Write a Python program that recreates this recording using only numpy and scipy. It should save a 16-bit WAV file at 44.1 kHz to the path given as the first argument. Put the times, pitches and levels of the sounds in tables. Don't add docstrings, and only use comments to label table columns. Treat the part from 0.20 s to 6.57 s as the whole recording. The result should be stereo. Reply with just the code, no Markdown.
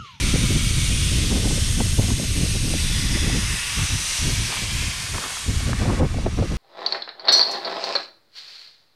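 import sys
import numpy as np
from scipy import signal
from scipy.fft import rfft, irfft
from scipy.io import wavfile
from scipy.ndimage import uniform_filter1d, map_coordinates

SR = 44100
rng = np.random.default_rng(int(sys.argv[2]) if len(sys.argv) > 2 else 0)


def transcribe(u):
    v = np.clip(np.atleast_2d(u).T, -1, 1)
    q = np.round(v * 32767).astype(np.int16)
    wavfile.write(sys.argv[1], SR, q)


def elevation(decibels):
    levels = np.asarray(decibels, float)
    return 10 ** (levels / 20)


N = 280917
T = np.arange(N) / SR
HZ = np.fft.rfftfreq(N, 1 / SR) + 1e-9


def unit(x):
    return x / np.sqrt(np.mean(x ** 2))


def curves(table):
    times_s, *columns = np.transpose(table)
    return [np.interp(T, times_s, column) for column in columns]


def shaped(gain):
    return irfft(rfft(rng.standard_normal(N)) * gain, N)


def walk(rate):
    hold = int(SR / rate)
    steps = np.repeat(rng.standard_normal(N // hold + 1), hold)
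    return unit(uniform_filter1d(uniform_filter1d(steps, hold), hold)[:N])


def bursts(events, width, rise):
    out, size = np.zeros(N), 4096
    t = np.arange(size) / SR
    noises = rng.standard_normal((len(events), size))
    for (start_s, peak_db, hz, length_ms), noise in zip(events, noises):
        b, a = signal.iirpeak(hz, 1 / width, fs=SR)
        ring = signal.lfilter(b, a, signal.lfilter(b, a, noise))
        age = t * 1000 / length_ms
        ring = ring * np.clip(age / rise, 0, 1) * np.exp(-age ** 2)
        i = int((start_s - 0.314 * rise * length_ms / 1000) * SR)
        out[i:i + size] += (elevation(peak_db) * ring / np.abs(ring).max())[:N - i]
    return out


def spells(rows, edge_ms):
    def edge(since_s):
        return np.clip(since_s * 1000 / edge_ms + .5, 0, 1) ** 2

    return sum(elevation(db) ** 2 * (edge(T - s) * edge(s + length - T)) for s, length, db in rows)


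def jet():
    # t/s, level/dB, muffling by hand and camera/dB, shade of the car/dB
    jet_path = [(0, -30, 2.5, 3), (.5, -31, 0, -0.5), (1.0, -30.5, -1.5, 1), (1.3, -32, -1.5, -3),
                (1.9, -33, -2.5, -1.5), (2.15, -32, -3.5, 3), (2.5, -31.5, -3, 0), (3.0, -30.5, 1.5, 1.5),
                (3.6, -30.5, 2, 1.5), (3.9, -29.5, 0, -1.5), (4.15, -30, 2, -0.5), (4.4, -30.5, 2, 3),
                (4.7, -33, 2.5, -2.5), (5.0, -35, 2.5, -4), (5.4, -35.5, 3.5, -2.5), (5.7, -39, 11, -3),
                (5.95, -44, 8.5, 3.5), (6.37, -42.5, 10, 1)]
    # f/Hz, spectral level/dB
    jet_colour = [(600, -19), (1000, -7.5), (1500, -6.5), (2200, -2), (3300, -1), (4400, -2), (6200, -2),
                  (7550, -6), (8350, -2.5), (9300, -5), (10000, -8), (12000, -16), (14000, -26.5),
                  (15000, -33)]
    zones_hz = [1400, 2900, 5600, 9500]
    muffle_shares = [1.05, 0.26, -0.15, -0.35]
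    shade_shares = [0.24, 0, 0.17, 0.43]
    # lag at start/ms, at middle/ms, at end/ms, level/dB
    echoes = [
        (2.1, 1.93, 1.64, -20.5),
        (3.1, 3.5, 2.44, -15),
        (4.9, 4.2, 4.7, -21),
        (6.8, 6.1, 7.5, -16.5),
    ]

    main_db, muffle_db, shade_db = curves(jet_path)
    tilt = np.outer(muffle_shares, muffle_db) - np.outer(shade_shares, shade_db)
    f, db = np.transpose(jet_colour)
    colour = elevation(np.interp(np.log(HZ), np.log(f), db, left=-28))
    colour = colour / np.sqrt(np.sum(colour[(HZ > 1900) & (HZ < 4200)] ** 2) / len(HZ))
    air = rfft(rng.standard_normal(N)) * colour
    puff = walk(14)
    direct = 0
    for step in range(23):
        hz = 350 * 2 ** (step / 4)
        zone = np.cos(np.pi / 2 * np.clip(4 * np.log2(HZ / hz), -1, 1)) ** 2
        place = np.interp(np.log(hz), np.log(zones_hz), np.arange(4))
        k = min(int(place), 2)
        tilt_db = tilt[k] + (place - k) * (tilt[k + 1] - tilt[k])
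        waver_db = 0.55 * walk(4.5) + 0.45 * puff + 0.8 * (hz / 12000) ** 2 * walk(30)
        direct = direct + irfft(air * zone, N) * elevation(tilt_db + waver_db)
    heard = direct
    for *lags_ms, echo_db in echoes:
        lag_ms = np.interp(T, [0, T[-1] / 2, T[-1]], lags_ms) + 0.068 * walk(1.53)
        lag = lag_ms * SR / 1000
        heard = heard + elevation(echo_db) * map_coordinates(direct, [np.arange(N) - lag], order=2)
    return fringes(heard) * elevation(main_db - 1.74 + ducking())


def fringes(x):
    # start t/s, end t/s, f/Hz, level/dB
    narrow = [(-.8, 1.1, 2300, 4.5), (-.4, .8, 1750, -3), (3.0, 3.9, 9820, 3), (-.4, .9, 10300, -5),
              (-.4, .9, 5120, -4), (-.4, .9, 6120, 3), (1.1, 2.7, 8450, 5), (1.3, 2.5, 9280, -5),
              (1.3, 2.2, 9980, 4), (5.9, 6.8, 4620, 3), (1.2, 2.5, 6500, 3), (1.2, 2.1, 2350, -3),
              (2.0, 2.7, 2720, 5), (2.5, 3.6, 1900, 7), (2.5, 3.2, 3410, 6), (2.8, 3.5, 3170, -4),
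              (2.7, 3.6, 5000, 6), (2.0, 2.9, 3920, 3), (2.3, 3.1, 5720, 4), (4.9, 5.5, 3250, 3),
              (4.1, 5.0, 2400, 4), (4.2, 4.8, 3200, 3), (4.0, 4.8, 1320, -4), (5.5, 6.2, 3120, -5),
              (5.9, 6.8, 5750, 6), (3.1, 4.2, 2670, 2.5), (2.5, 3.2, 2600, 3), (2.0, 2.8, 9580, 4),
              (1.0, 2.4, 4750, -3), (-.6, 2.6, 890, -7)]
    # start t/s, end t/s, f/Hz, level/dB
    broad = [
        (-.8, 1.0, 9250, 7),
        (1.4, 3.9, 7500, -5),
        (3.5, 4.3, 5900, 5),
        (5.8, 6.8, 1600, -3),
        (2.7, 3.9, 4420, -3),
        (-.4, 2.0, 3450, 4),
        (.6, 1.1, 2800, 3),
        (4.8, 6.8, 7100, 3),
    ]
    sag_per_s = .025

    f, t, spec = signal.stft(x, SR, nperseg=1024)
    db = np.zeros(spec.shape)
    for rows, breadth in ((narrow, 1), (broad, 1.9)):
        for start_s, end_s, hz, peak_db in rows:
            along = np.clip((t - start_s) / (end_s - start_s), 0, 1)
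            centre_hz = hz * (1 - sag_per_s * (along - .5) * (end_s - start_s))
            width_hz = breadth * (330 + .01 * hz)
            profile = np.exp(-(2 * (f[:, None] - centre_hz) / width_hz) ** 2)
            db += 0.9 * peak_db * np.sqrt(np.sin(np.pi * along)) * profile
    patches = np.kron(rng.random((87, len(t) // 2 + 1)), np.ones((6, 2)))[:len(f), :len(t)]
    db -= 14 * (patches < .22 * np.clip((f[:, None] - 10500) / 3500, 0, 1))
    return signal.istft(spec * elevation(db), SR, nperseg=1024)[1][:N]


def ducking():
    # t/s, depth/dB, recovery/ms
    dips = [
        (1.6, -1, 27),
        (5.53, 4.5, 37),
        (5.81, 6.5, 50),
        (6.06, 3, 40),
        (6.22, 1, 44),
    ]
    attack_ms = 13

    total_db = 0
    for s, depth_db, recovery_ms in dips:
        attack = np.clip((T - s) * 1000 / attack_ms + 1, 0, 1)
        recovery = np.exp(-np.clip(T - s, 0, None) * 1000 / recovery_ms)
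        total_db = total_db - depth_db * attack * recovery
    return total_db


def boots():
    # t/s, peak level/dB, f/Hz, length/ms
    grit = [(3.589, -26, 1206, 5.0), (3.629, -35, 2000, 5.0), (3.669, -27, 2010, 5.0),
            (4.3, -24, 1900, 4.6), (4.339, -28, 1064, 6.2), (4.944, -24, 1570, 6.2),
            (4.981, -19, 1200, 3.5), (5.024, -25, 1320, 4.6), (5.038, -20, 976, 5.6),
            (5.104, -25.5, 1020, 3.9), (5.169, -25, 1060, 5), (5.53, -14.5, 1110, 4.7)]
    # start t/s, length/s, level/dB
    scuffs = [
        (3.58, .1, -44),
        (4.31, 0.073, -38),
        (4.94, 0.053, -39),
        (5.01, 0.082, -37),
        (5.09, .09, -44),
    ]
    centre_hz, spread_octaves, grain_db = 1050, 0.93, 3.5

    cracks = bursts(grit, width=0.79, rise=0.2)
    colour = np.exp(-(np.log2(HZ / centre_hz) / spread_octaves) ** 2)
    drag = shaped(colour) * elevation(grain_db * walk(300))
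    return cracks + unit(drag) * np.sqrt(spells(scuffs, edge_ms=25))


def wind():
    # start t/s, length/s, thump level/dB
    gusts = [(-.1, 2.09, -21), (2.05, 1.16, -22.5), (3.2, 0.16, -25), (3.365, 0.2, -38.5), (3.56, 0.1, -23),
             (3.7, 0.07, -22), (3.78, 0.053, -30), (3.85, 0.11, -39), (4.0, 0.16, -23),
             (4.16, 0.082, -22.5), (4.24, 0.056, -29.5), (4.37, .13, -30), (4.5, .2, -25.5),
             (4.7, 0.19, -38), (4.79, 0.033, -36), (4.9, 0.083, -28.5), (5.22, .04, -41),
             (5.27, .12, -21.5), (5.39, 0.4, -23.5), (5.77, 0.11, -20), (5.87, 0.13, -25.5),
             (5.95, 0.14, -23), (6.1, 0.058, -24), (6.17, 0.067, -18.5), (6.26, .2, -24.5)]
    # start t/s, length/s, flutter level/dB, rasp level/dB
    buffets = [(0.01, 0.12, -27.5, -58), (0.127, .13, -25, -51), (0.297, 0.097, -24.5, -54),
               (0.543, .08, -36, -60), (0.676, 0.063, -32, -57), (0.903, 0.18, -29.5, -55),
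               (1.091, 0.12, -24.5, -37), (1.216, 0.12, -24.5, -40), (1.351, .05, -30, -43),
               (1.584, 0.059, -23, -39), (1.766, .09, -27, -38), (1.87, 0.066, -27, -48),
               (1.984, 0.065, -26, -51), (2.158, 0.098, -24.5, -49), (2.34, 0.031, -26.5, -46),
               (2.438, 0.13, -26.5, -53), (2.784, 0.037, -34, -59), (2.916, 0.076, -29, -50),
               (3.021, .19, -26, -43.5), (4.033, 0.093, -29.5, -43), (4.266, 0.23, -46, -46.5),
               (4.93, 0.146, -43.5, -43), (5.269, 0.057, -27, -58), (5.469, 0.063, -26, -51),
               (5.607, .14, -22.5, -30), (5.772, 0.086, -22, -26.5), (5.96, .06, -29.5, -41),
               (6.051, 0.036, -25, -31), (6.179, 0.079, -24.5, -31.5), (6.305, 0.048, -26, -38)]
    # t/s, peak level/dB, f/Hz, length/ms
    slaps = [(0.155, -22, 482, 7.9), (0.978, -37, 592, 8.5), (1.139, -27, 482, 7.6), (1.271, -24, 482, 8.3),
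             (1.309, -30, 641, 8), (1.375, -25, 482, 9), (1.602, -19.5, 464, 12.2), (1.789, -26.5, 511, 13),
             (1.879, -34, 584, 12), (1.903, -28, 673, 8.3), (1.996, -26, 546, 8.7), (2.257, -29, 530, 11),
             (2.538, -20, 563, 6.7), (2.969, -30, 546, 10.4), (3.097, -24, 482, 6.2), (4.089, -31, 514, 11),
             (5.403, -32, 608, 7.2), (5.49, -22.5, 506, 8.5), (5.654, -21, 680, 8.4),
             (5.699, -18.5, 937, 8), (5.793, -24, 703, 8.1), (5.829, -20.5, 705, 7.1),
             (5.942, -26, 490, 8.9), (5.984, -21, 480, 7.7), (6.061, -12.5, 506, 7.5),
             (6.187, -23, 544, 7.2), (6.224, -17, 482, 6), (6.246, -27, 482, 8.0), (6.319, -32, 598, 8.0)]
    # low edge f/Hz, corner f/Hz, steepness, quick chop/dB, levelling time/ms
    thump = (17.4, 109.7, 2.84, 1.3, 60)
    flutter = (90, 227.5, 2.82, 2.13, 55)
    rasp = (290, 540, 2.3, 2.9, 32)
    calm_db, still_db, full_wind_db = -46, -55.5, -20
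    gust_memory_s = 0.074

    thump_db = 10 * np.log10(elevation(calm_db) ** 2 + spells(gusts, edge_ms=36))
    rows = np.array(buffets)

    def stirred(at_full_db, db_per_db, column):
        steady = elevation(at_full_db + db_per_db * (thump_db - full_wind_db)) ** 2
        return np.sqrt(elevation(still_db) ** 2 + steady + spells(rows[:, [0, 1, column]], edge_ms=29))

    levels = (elevation(thump_db), stirred(-35, 1.33, column=2), stirred(-51.5, 0.14, column=3))
    chop = walk(32) + 1.05 * walk(60)
    chop = unit(chop - uniform_filter1d(chop, int(gust_memory_s * SR)))
    out = 0
    for (low_hz, top_hz, steep, chop_db, even_ms), level in zip((thump, flutter, rasp), levels):
        eddies = shaped(1 / np.sqrt((1 + (low_hz / HZ) ** 6) * (1 + (HZ / top_hz) ** (2 * steep))))
        k = int(even_ms * SR / 1000)
        eddies = eddies / np.sqrt(uniform_filter1d(uniform_filter1d(eddies ** 2, k), k))
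        out = out + unit(eddies * elevation(chop_db * chop)) * level
    return out + bursts(slaps, width=0.65, rise=0.48)


def scene():
    mono = jet() + boots() + wind()
    return np.array([mono, mono])


def roll_off(x):
    return signal.sosfilt(signal.butter(12, 15400, fs=SR, output="sos"), x)


def record(dry):
    lowpass = signal.ellip(10, .2, 80, 14850, fs=SR, output="sos")
    soft = signal.sosfilt(lowpass, np.tanh(1.6 * dry) / 1.5)
    moments = np.clip(walk(18) - .9, 0, 1)
    trace = elevation(-37) * moments * shaped(np.clip(HZ / 3000, .4, 1) / (1 + (HZ / 10500) ** 6))
    difference = trace + elevation(-33) * moments * soft
    mix = soft + difference * np.array([[1], [-1]])
    return roll_off(mix)


dry = scene()
out = record(dry)
transcribe(out)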